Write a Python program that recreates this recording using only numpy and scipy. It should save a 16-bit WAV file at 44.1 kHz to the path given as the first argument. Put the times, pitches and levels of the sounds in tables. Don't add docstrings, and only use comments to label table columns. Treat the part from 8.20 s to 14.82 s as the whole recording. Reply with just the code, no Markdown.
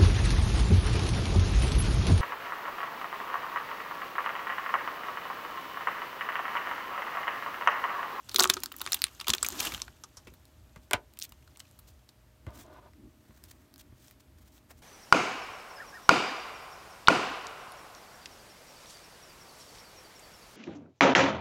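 import sys
import numpy as np
from scipy import signal
from scipy.fft import rfft, irfft
from scipy.io import wavfile
from scipy.ndimage import uniform_filter1d

SR = 44100
rng = np.random.default_rng(int(sys.argv[2]) if len(sys.argv) > 2 else 0)


def store_wav(level_fs):
    pcm = np.round(np.clip(np.atleast_2d(level_fs), -1, 1) * 32767)
    wavfile.write(sys.argv[1], SR, pcm.T.astype(np.int16))


N = 291942


def amp(db):
    return 10 ** (np.asarray(db) / 20)


def evened(x):
    return x / np.sqrt(np.mean(x ** 2) + 1e-20)


def peaked(x):
    return x / (abs(x).max() + 1e-12)


def smoothed(x, size):
    return uniform_filter1d(uniform_filter1d(x, size), size)


def add(mix, start_s, sound):
    part = mix[round(start_s * SR):][:len(sound)]
    part += sound[:len(part)]


def gain_curve(rows):
    start_s, level_db = np.transpose(rows)
    return amp(np.interp(np.arange(N) / SR, start_s, level_db, left=-150, right=-150))


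def band(x, lo_hz, hi_hz):
    edges = [lo_hz, min(hi_hz, .45 * SR)]
    return signal.sosfilt(signal.butter(2, edges, "band", fs=SR, output="sos"), x)


def ring(x, hz, width_hz):
    r = np.exp(-np.pi * width_hz / SR)
    return signal.lfilter([1, 0, -1], [1, -2 * r * np.cos(2 * np.pi * hz / SR), r * r], x)


def coloured(x, points):
    hz, db = np.transpose(points)
    bins = np.fft.rfftfreq(len(x), 1 / SR)
    gain = amp(np.interp(np.log(bins + 1), np.log(hz), db))
    return evened(irfft(rfft(x) * gain, len(x)))


def burst(t60_s, size=2400):
    t = np.arange(size) / SR
    decay = amp(-60 * t / np.clip(t60_s, .002, .08))
    return rng.standard_normal(size) * decay * np.minimum(t / 0.000076, 1)


PATCH_WIDTH = .22


def click(level_db, hz, face_db, treble_db, t60_s, face_hz, face_width_hz):
    x = burst(t60_s)
    wide = band(band(x, 0.33 * hz, 2.6 * hz), 1900, 13000)
    crack = peaked(peaked(wide) + 1.4 * peaked(ring(wide, hz, PATCH_WIDTH * hz)))
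    treble = amp(treble_db) * peaked(band(band(x, 10000, 17000), 7300, 17000))
    face = amp(face_db) * peaked(band(ring(x, face_hz, face_width_hz), 420, 1500))
    return amp(level_db) * (crack + treble + face), x


# pitch_hz, width_hz
POUCH = (362, 32)


def boom(x):
    pouch_hz, width_hz = POUCH
    ringing = peaked(ring(ring(x, pouch_hz, width_hz), pouch_hz, 180))
    puff = peaked(band(ring(x, 260, 130), 170, 360))
    return ringing + 0.53 * puff


# start_s, level_db (of the hiss)
FOIL_RUB = [(0.0, -66.5), (0.14, -56), (0.33, -52), (0.51, -65), (0.69, -49.5), (0.83, -58), (1.04, -60.5),
            (1.09, -58.5), (1.31, -49), (1.42, -38), (1.475, -36), (1.49, -42), (1.55, -46.5),
            (1.63, -56.5), (1.71, -67.5), (2.4, -73.5), (2.751, -77.5), (3.509, -70), (3.93, -81)]
SMALL_PER_S = 9.9
SMALL_DB, SMALL_SPREAD_DB = 9.5, 8
SMALL_PANEL_DB, SMALL_TREBLE_DB, SMALL_T60_S = -12, -8.5, 0.026


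def small_snaps():
    rub_s, rub_db = np.transpose(FOIL_RUB)
    gap, size, pitch = rng.random((150, 3)).T
    start_s = np.cumsum(-np.log(1 - gap)) / SMALL_PER_S
    level_db = np.interp(start_s, rub_s, rub_db) + SMALL_DB + SMALL_SPREAD_DB * size
    pitch_hz = 2300 * 3.6 ** pitch
    return [(s, db, hz, SMALL_PANEL_DB, SMALL_TREBLE_DB, SMALL_T60_S)
            for s, db, hz in zip(start_s, level_db, pitch_hz) if s < rub_s[-1]]


# start_s, level_db, pitch_hz, panel_db and treble_db (against the crack), t60_s
FOIL_SNAPS = [(0.0889, -37.5, 4050, -7.5, -8, 0.057), (0.094, -24, 4070, -22, -9, 0.0016),
              (0.1139, -34.5, 4130, -17.5, -7, 0.088), (0.1443, -22, 4000, -7.5, 0, 0.018),
              (0.1606, -6, 4320, -31.5, -12, 0.011), (0.1847, -23, 5770, -4.5, 6, .006),
              (0.192, -15, 4230, -2.5, -3, 0.061), (0.1965, -0.5, 4100, -26.5, -21, .0034),
              (0.2038, -8.5, 6200, -10, -0.5, 0.02), (0.2086, -16.5, 5300, 1.5, -12, 0.018),
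              (0.222, -16.5, 3770, -27, -17, .049), (0.226, -20, 6550, -6, 2, 0.0093),
              (0.2362, -3.5, 5900, -23.5, -30, 0.0029), (0.242, -8, 3703, -6, -6, 0.0016),
              (0.2504, -18, 6605, -14, -14, .009), (0.2556, -24, 3450, 8.5, -10, .0064),
              (0.2744, -19, 5766, -29.5, -16, .004), (0.295, -31, 2240, -1.5, 4.7, .009),
              (0.2987, -4.5, 3750, -12.5, -8.5, .0195), (0.3372, -18, 5780, -23, -19, .0053),
              (0.3403, -12.5, 5900, -24, -4.5, 0.0021), (0.3676, -28.5, 3600, 0.7, -29, 0.034),
              (0.4035, -36, 5810, -24, 5, .0046), (0.422, -39, 2710, -15.5, -35, 0.0077),
              (0.4348, -20.5, 5270, -12, 3.5, 0.019), (0.459, -23.5, 4540, -13, -2.5, 0.0091),
              (0.5179, -33.5, 3140, -4.5, -23, 0.018), (0.523, -36, 4090, -15, 10, 0.0032),
              (0.541, -43, 2320, 2, -16, 0.011), (0.565, -38.5, 6900, -26, 9.5, .006),
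              (0.5844, -38, 8450, -25, 4, 0.013), (0.597, -31, 5210, -25.5, -7, .0044),
              (0.6052, -35.5, 2880, -2.5, -22, 0.029), (0.6153, -22.5, 3600, -7.5, 2, 0.014),
              (0.6635, -19.5, 3370, -7.5, -32, 0.0047), (0.674, -27, 2280, -8, -24, 0.015),
              (0.7202, -18, 4170, -15.5, 0, 0.028), (0.7313, -12, 5860, -19, -22, 0.0084),
              (0.7436, -18.5, 3320, -16, 2.5, 0.02), (0.7907, -38.5, 5210, -10.5, -12, .012),
              (0.8191, -11, 4200, -32, -2.5, 0.0017), (0.8407, -6, 3880, -28.5, -8, 0.0014),
              (0.8672, -32.5, 3150, -10.5, -14, 0.016), (0.997, -40, 2640, -2, -16, 0.11),
              (1.0007, -26, 5150, -21, -12.5, 0.0046), (1.0107, -27.5, 3040, -10, -10, 0.028),
              (1.0443, -36, 2450, -14.5, -17, 0.014), (1.0693, -26, 3040, -4.5, -10, 0.038),
              (1.082, -13.5, 3670, -10, -2.5, 0.018), (1.0927, -20, 4260, -7.5, -4, 0.061),
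              (1.102, -10.5, 3700, -28, -21, 0.0033), (1.103, -11, 5900, -26.5, -21, 0.013),
              (1.1352, -11, 3500, -18, -11, 0.015), (1.1486, -24, 5940, -9, 1.5, 0.018),
              (1.1824, -24.5, 3220, -28.5, -32, 0.0053), (1.2282, -10.5, 7700, -13.5, -20, 0.021),
              (1.2468, -19.5, 2310, -20, -6, 0.026), (1.2638, -16.5, 7100, -15.5, -9, 0.015),
              (1.2868, -13.5, 7150, -19, 2, 0.0013), (1.3036, -27, 7040, -16, -17, 0.0093),
              (1.3222, -29, 6850, -28, -6, 0.027), (1.3922, -43, 5360, -25, 2.6, 0.0069),
              (1.4017, -15.5, 5740, -26, -20, 0.0089), (1.4049, -18, 2840, -38, -1.5, 0.011),
              (1.4701, -20, 2930, -16.5, -20, 0.015), (1.4755, -31, 2920, -7, -14, 0.012),
              (1.539, -28, 3130, -14, -6, 0.019), (1.546, -22.5, 3140, -14.5, -18, .018),
              (1.5777, -36, 3040, -4, -16, .011), (1.6006, -36.5, 3030, -10, -15, .02),
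              (1.6183, -16.5, 5270, -22, -27, 0.008), (1.6799, -38, 2620, 0.5, -21.5, 0.017),
              (1.837, -33.5, 5870, -8.5, -13, 0.037), (1.97, -36.5, 5470, -11, -21, 0.097),
              (2.0709, -42, 2300, -7.5, -15, 0.099), (2.138, -51, 3540, -4.5, 4, 0.038),
              (2.2537, -49, 4500, -28, 2, .01), (2.937, -48.5, 4310, -24, 4, 0.006),
              (2.972, -45, 2640, -17, -5, 0.021), (2.989, -28, 8440, -35, 3, 0.012),
              (2.999, -33, 4470, -33, 2, 0.0056), (3.0128, -37, 4480, -30, 1, .009),
              (3.018, -25.5, 4200, -44, -12, .009), (3.0242, -18, 5450, -48, -27, .002),
              (3.033, -34, 5340, -31, 3, .007), (3.0404, -41, 7200, -13, 12, 0.0045),
              (3.0923, -49.5, 6030, -15, 4.5, .022), (3.1214, -42, 3200, -5, 1, 0.016),
              (3.276, -51, 4230, -2.5, -8, 0.023), (3.36, -47, 2350, -16.5, -14, .0075),
              (3.3724, -36, 8460, -16, -5, 0.0041), (3.3942, -43.5, 6850, -15, 0, 0.051),
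              (3.402, -32, 3670, -21, -25, .013), (3.512, -43, 8230, -23.5, -5.5, .006),
              (3.5896, -51, 4100, -5.5, 10, .039), (3.8903, -42, 4360, -21, -9, .025)]
# start_s, level_db
SQUEEZES = [(0.151, -35.5), (0.188, -31), (0.208, -26), (0.298, -32), (0.3655, -36), (1.082, -37),
            (1.135, -36.5), (1.3214, -40.5), (1.4761, -44.5), (2.0712, -48)]
# pitch_hz, width_hz
PANEL = (1200, 430)
POUCH_DB = -21.5


def foil():
    out = np.zeros(N)
    for start_s, level_db in SQUEEZES:
        add(out, start_s, amp(level_db) * boom(burst(.008)))
    panel_hz, width_hz = PANEL
    for start_s, level_db, hz, panel_db, treble_db, t60_s in FOIL_SNAPS + small_snaps():
        bend = rng.uniform(.85, 1.12)
        snap, x = click(level_db, hz, panel_db, treble_db, t60_s, bend * panel_hz, width_hz)
        add(out, start_s, snap + amp(level_db + panel_db + POUCH_DB) * boom(x))
    return out


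# pitch_hz, level_db
FOIL_HISS = [(880, -49.5), (1500, -17.5), (1800, -5), (2930, 5), (5000, -0.5), (7200, 1), (9010, -6.5),
             (12700, -2.5), (15800, -9.5)]
RUSTLE_DB = -5


def rubbing():
    fine, crinkles = rng.standard_normal(N), np.zeros(N)
    for hz in np.geomspace(900, 12000, 9):
        strength = amp(0.87 * np.minimum(rng.exponential(1, N), 3))
        starts = strength * (rng.random(N) < 90 / SR)
        rattle = signal.lfilter([1], [1, -np.exp(-1 / (0.0027 * SR))], starts)
        fold = ring(rattle * rng.standard_normal(N), hz, .35 * hz)
        crinkles += np.sqrt(hz) * evened(fold)
    slips = fine + .8 * evened(crinkles)
    rustle = evened(band(slips, 480, 1700))
    return gain_curve(FOIL_RUB) * (coloured(slips, FOIL_HISS) + amp(RUSTLE_DB) * rustle)


# start_s, level_db, pitch_hz, treble_db (against the crack)
CARD_TICKS = [(4.306, -53, 5190, 1), (4.464, -53.5, 6000, -13), (4.7343, -53.5, 1953, -12),
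              (5.2388, -40, 4860, 3), (5.5402, -43, 4530, 3), (5.5598, -43.5, 4480, -3),
              (5.58, -44.5, 7020, 2), (5.865, -51, 5300, -9.5), (5.882, -44, 5660, -7.5),
              (5.9106, -47, 2290, 5.5), (6.3798, -50.5, 2233, -14)]
TICK_BODY_DB, TICK_T60_S = -13.5, 0.0065


def card_edges():
    out = np.zeros(N)
    for start_s, level_db, hz, treble_db in CARD_TICKS:
        tick, _ = click(level_db, hz, TICK_BODY_DB, treble_db, TICK_T60_S, 1200, 700)
        add(out, start_s, tick)
    return out


# start_s, length_s, level_db, rustle_db (lower rustle, against the swish)
BRUSHES = [(2.601, .069, -70, -12), (3.015, 0.048, -44.5, -31), (3.657, 0.067, -59, -12),
           (4.304, 0.17, -55, -6.5), (4.527, 0.02, -63, -21), (4.849, 0.81, -70.5, -2.5),
           (5.141, 0.06, -69.5, -14.5), (5.231, 0.04, -60, -19), (5.279, .028, -55.5, -21),
           (5.304, .019, -54.5, -21), (5.582, .026, -53, -16), (5.601, 0.023, -56.5, -19),
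           (5.725, 0.25, -61, -11), (5.993, .023, -60.5, -12), (6.172, 0.032, -61, -9),
           (6.203, 0.037, -63, -8), (6.24, 0.064, -63, -8), (6.303, 0.11, -61.5, -8.5),
           (6.485, .048, -55, -2), (6.56, 0.046, -61.5, -11)]
# pitch_hz, level_db
BRUSH_COLOUR = [(880, -63), (1500, -13), (2390, -5.5), (3310, -1), (5060, -2.5), (6470, -2), (10600, -6.5),
                (13700, -5), (15900, -5)]


def brushing():
    out = np.zeros(N)
    flutter_db = 2.94 * evened(uniform_filter1d(rng.standard_normal(N), 300))
    noise = rng.standard_normal(N) * amp(flutter_db)
    swish, rustle = coloured(noise, BRUSH_COLOUR), evened(band(noise, 390, 2080))
    for start_s, length_s, level_db, rustle_db in BRUSHES:
        stroke = signal.windows.tukey(round(length_s * SR), .9)
        brush = (swish + amp(rustle_db) * rustle)[round(start_s * SR):][:len(stroke)]
        add(out, start_s, amp(level_db) * stroke * brush)
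    return out


# pitch_hz, level_db, t60_s
DESK_MODES = [(392, -4, 0.069), (601.4, -1.5, 0.046), (650.4, -6.5, 0.043), (905, -3, 0.03),
              (1004, -6, 0.085), (1165, -6, 0.07), (1450, 0.5, 0.041), (1667, -10, .05), (2049, -3, 0.043),
              (3030, -27, 0.025), (3800, -19.5, 0.023)]
# start_s, level_db (of the wood), slap_db (against it), t60_s (slap)
TAPS = [(2.56, -41.5, -5, 0.023), (2.7108, -25.5, 9.5, 0.0018), (2.733, -14.5, 4.5, 0.01),
        (4.2662, -38.5, -8.5, 0.01), (5.106, -54.5, -27, 0.014), (5.721, -58, -31.5, .012)]


def tap(level_db, slap_db, t60_s):
    t = np.arange(8000) / SR
    modes = sum(amp(db - 60 * t / mode_t60_s) * np.sin(2 * np.pi * (hz * t + rng.random()))
                for hz, db, mode_t60_s in DESK_MODES)
    dense = peaked(band(burst(.07, size=8000), 350, 2300))
    wood = peaked(peaked(modes * np.minimum(t / 0.0013, 1)) + dense)
    x = burst(t60_s, size=8000)
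    knock = peaked(ring(x, 2620, 1600))
    slap = peaked(peaked(band(x, 1400, 12200)) + 0.95 * knock)
    return amp(level_db) * (wood + amp(slap_db) * slap)


def scraping():
    unevenness_db = 2.0 * evened(uniform_filter1d(rng.standard_normal(N), 220))
    slips = rng.standard_normal(N) * amp(unevenness_db)
    wood = sum(amp(db) * ring(slips, hz, 2.3 / t60_s) for hz, db, t60_s in DESK_MODES)
    grating = evened(wood) + 0.41 * evened(band(slips, 224, 1400))
    scrape = band(band(grating, 252, 1460), 222, 1580)
    return evened(scrape) + amp(DRAG_BRIGHT_DB) * evened(band(slips, 1970, 4440))


# start_s, length_s, start_db, end_db
DRAGS = [(4.27, .16, -50, -67), (4.435, 0.17, -58.5, -52), (4.609, 0.088, -60, -59)]
DRAG_EDGE_S, DRAG_BRIGHT_DB = 0.012, -16.5


def desk():
    out = np.zeros(N)
    for start_s, level_db, slap_db, t60_s in TAPS:
        add(out, start_s, tap(level_db, slap_db, t60_s))
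    scrape = scraping()
    for start_s, length_s, start_db, end_db in DRAGS:
        t = np.arange(0, length_s, 1 / SR)
        fades = np.clip(np.minimum(t, length_s - t) / DRAG_EDGE_S, 0, 1)
        stroke = amp(start_db + (end_db - start_db) * t / length_s) * fades
        add(out, start_s, stroke * scrape[round(start_s * SR):][:len(t)])
    return out


# start_s, level_db
DESK_MOVEMENT = [(0.0, -75), (0.15, -60.5), (0.31, -59), (0.41, -62), (1.1, -70.5), (1.4, -49),
                 (1.64, -63.5), (1.75, -70), (3.4, -70), (4.15, -76.5), (4.4, -59.5), (4.73, -69),
                 (4.79, -56.5), (4.88, -56), (4.92, -67.5), (5.7, -65), (5.88, -68.5), (6.62, -66)]
# start_s, level_db, knock_db (against the thump)
BUMPS = [(0.835, -59, -14), (1.092, -36, 1), (1.395, -42, -11), (1.464, -43, 6), (1.532, -41.5, -2.5),
         (2.066, -61, 15), (2.12, -50, -3), (2.564, -41.5, -14), (2.735, -33.5, -1), (4.267, -32.5, -6.5),
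         (5.089, -47.5, -5.5), (5.718, -46, -7)]
THUMP_DB, THUMP_WANDER_DB = -60, 2.5
THUMP_SHARE = .3


def shaking_and_rubbing_desk():
    low, dull, drift = rng.standard_normal((3, N))
    movement = gain_curve(DESK_MOVEMENT)
    wander_db = THUMP_WANDER_DB * evened(smoothed(drift, 5000))
    thump = evened(movement ** THUMP_SHARE) * amp(THUMP_DB + wander_db)
    sway = ring(low, 61, 26)
    out = thump * evened(band(sway, 45, 160))
    out += movement * evened(band(band(dull, 180, 360), 200, 360))
    for start_s, level_db, knock_db in BUMPS:
        x = burst(0.074, size=8000)
        low_thump = peaked(band(ring(x, 60, 38), 40, 190))
        wrist_knock = peaked(band(ring(x, 230, 47), 270, 590))
        add(out, start_s, amp(level_db) * (low_thump + amp(knock_db) * wrist_knock))
    return out


# pitch_hz, level_db
FLOOR = [(20, -25.5), (38, -16.5), (58, -3.5), (90, -11.5), (200, -16), (349, -17), (510, -17.5),
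         (1120, -21.5), (2500, -26), (6550, -31), (10700, -32.5), (11900, -30), (12600, -31),
         (15700, -36.5)]
FLOOR_DB = -66.5
# pitch_hz, level_db, waver_db
HUM = [(119.66, -72, 2.5), (619.5, -78, 0)]


def background():
    t, hum = np.arange(N) / SR, 0
    for hz, level_db, waver_db in HUM:
        waver = evened(smoothed(rng.standard_normal(N), 1500))
        tone = np.sqrt(2) * np.sin(2 * np.pi * hz * t + 0.5 * waver)
        hum = hum + amp(level_db + waver_db * waver) * tone
    return amp(FLOOR_DB) * coloured(rng.standard_normal(N), FLOOR) + hum


# pitch_hz, t60_s
ROOM_DECAY = [(300, .25), (1500, 0.12), (5000, 0.065), (15000, 0.056)]
ROOM_DB = -15


def room(x):
    taps = np.zeros(SR // 2)
    at = np.arange(90, SR // 2 - 20, 20)
    taps[at + rng.integers(0, 20, len(at))] = rng.choice([-1., 1.], len(at))
    hz, t, bands = signal.stft(taps, SR, nperseg=128)
    room_hz, room_t60_s = np.transpose(ROOM_DECAY)
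    t60_s = np.interp(np.log(hz + 1), np.log(room_hz), room_t60_s)
    tail = signal.istft(bands * amp(-60 * t / t60_s[:, None]), SR, nperseg=128)[1]
    return signal.fftconvolve(x, tail / np.linalg.norm(tail))[:N]


def scene():
    near = foil() + card_edges() + brushing() + desk()
    mix = near + amp(ROOM_DB) * room(near) + rubbing() + shaking_and_rubbing_desk() + background()
    return mix[None]


# pitch_hz, width_hz, share removed
MIC_DIP = (10500, 680, 0.38)
EDGE_HZ = 15950


def record(dry):
    over = .7 + .22 * np.tanh((abs(dry) - .7) / .22)
    bent = np.where(abs(dry) > .7, np.sign(dry) * over, dry)
    bent = signal.sosfilt(signal.butter(2, 42, "high", fs=SR, output="sos"), bent)
    hz, width_hz, share = MIC_DIP
    bent = bent - share * signal.lfilter(*signal.iirpeak(hz, hz / width_hz, fs=SR), bent)
    lowpass = signal.firwin(127, EDGE_HZ, window=("kaiser", 9), fs=SR)
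    return signal.oaconvolve(bent, lowpass[None], "same")


dry = scene()
out = record(dry)
store_wav(out)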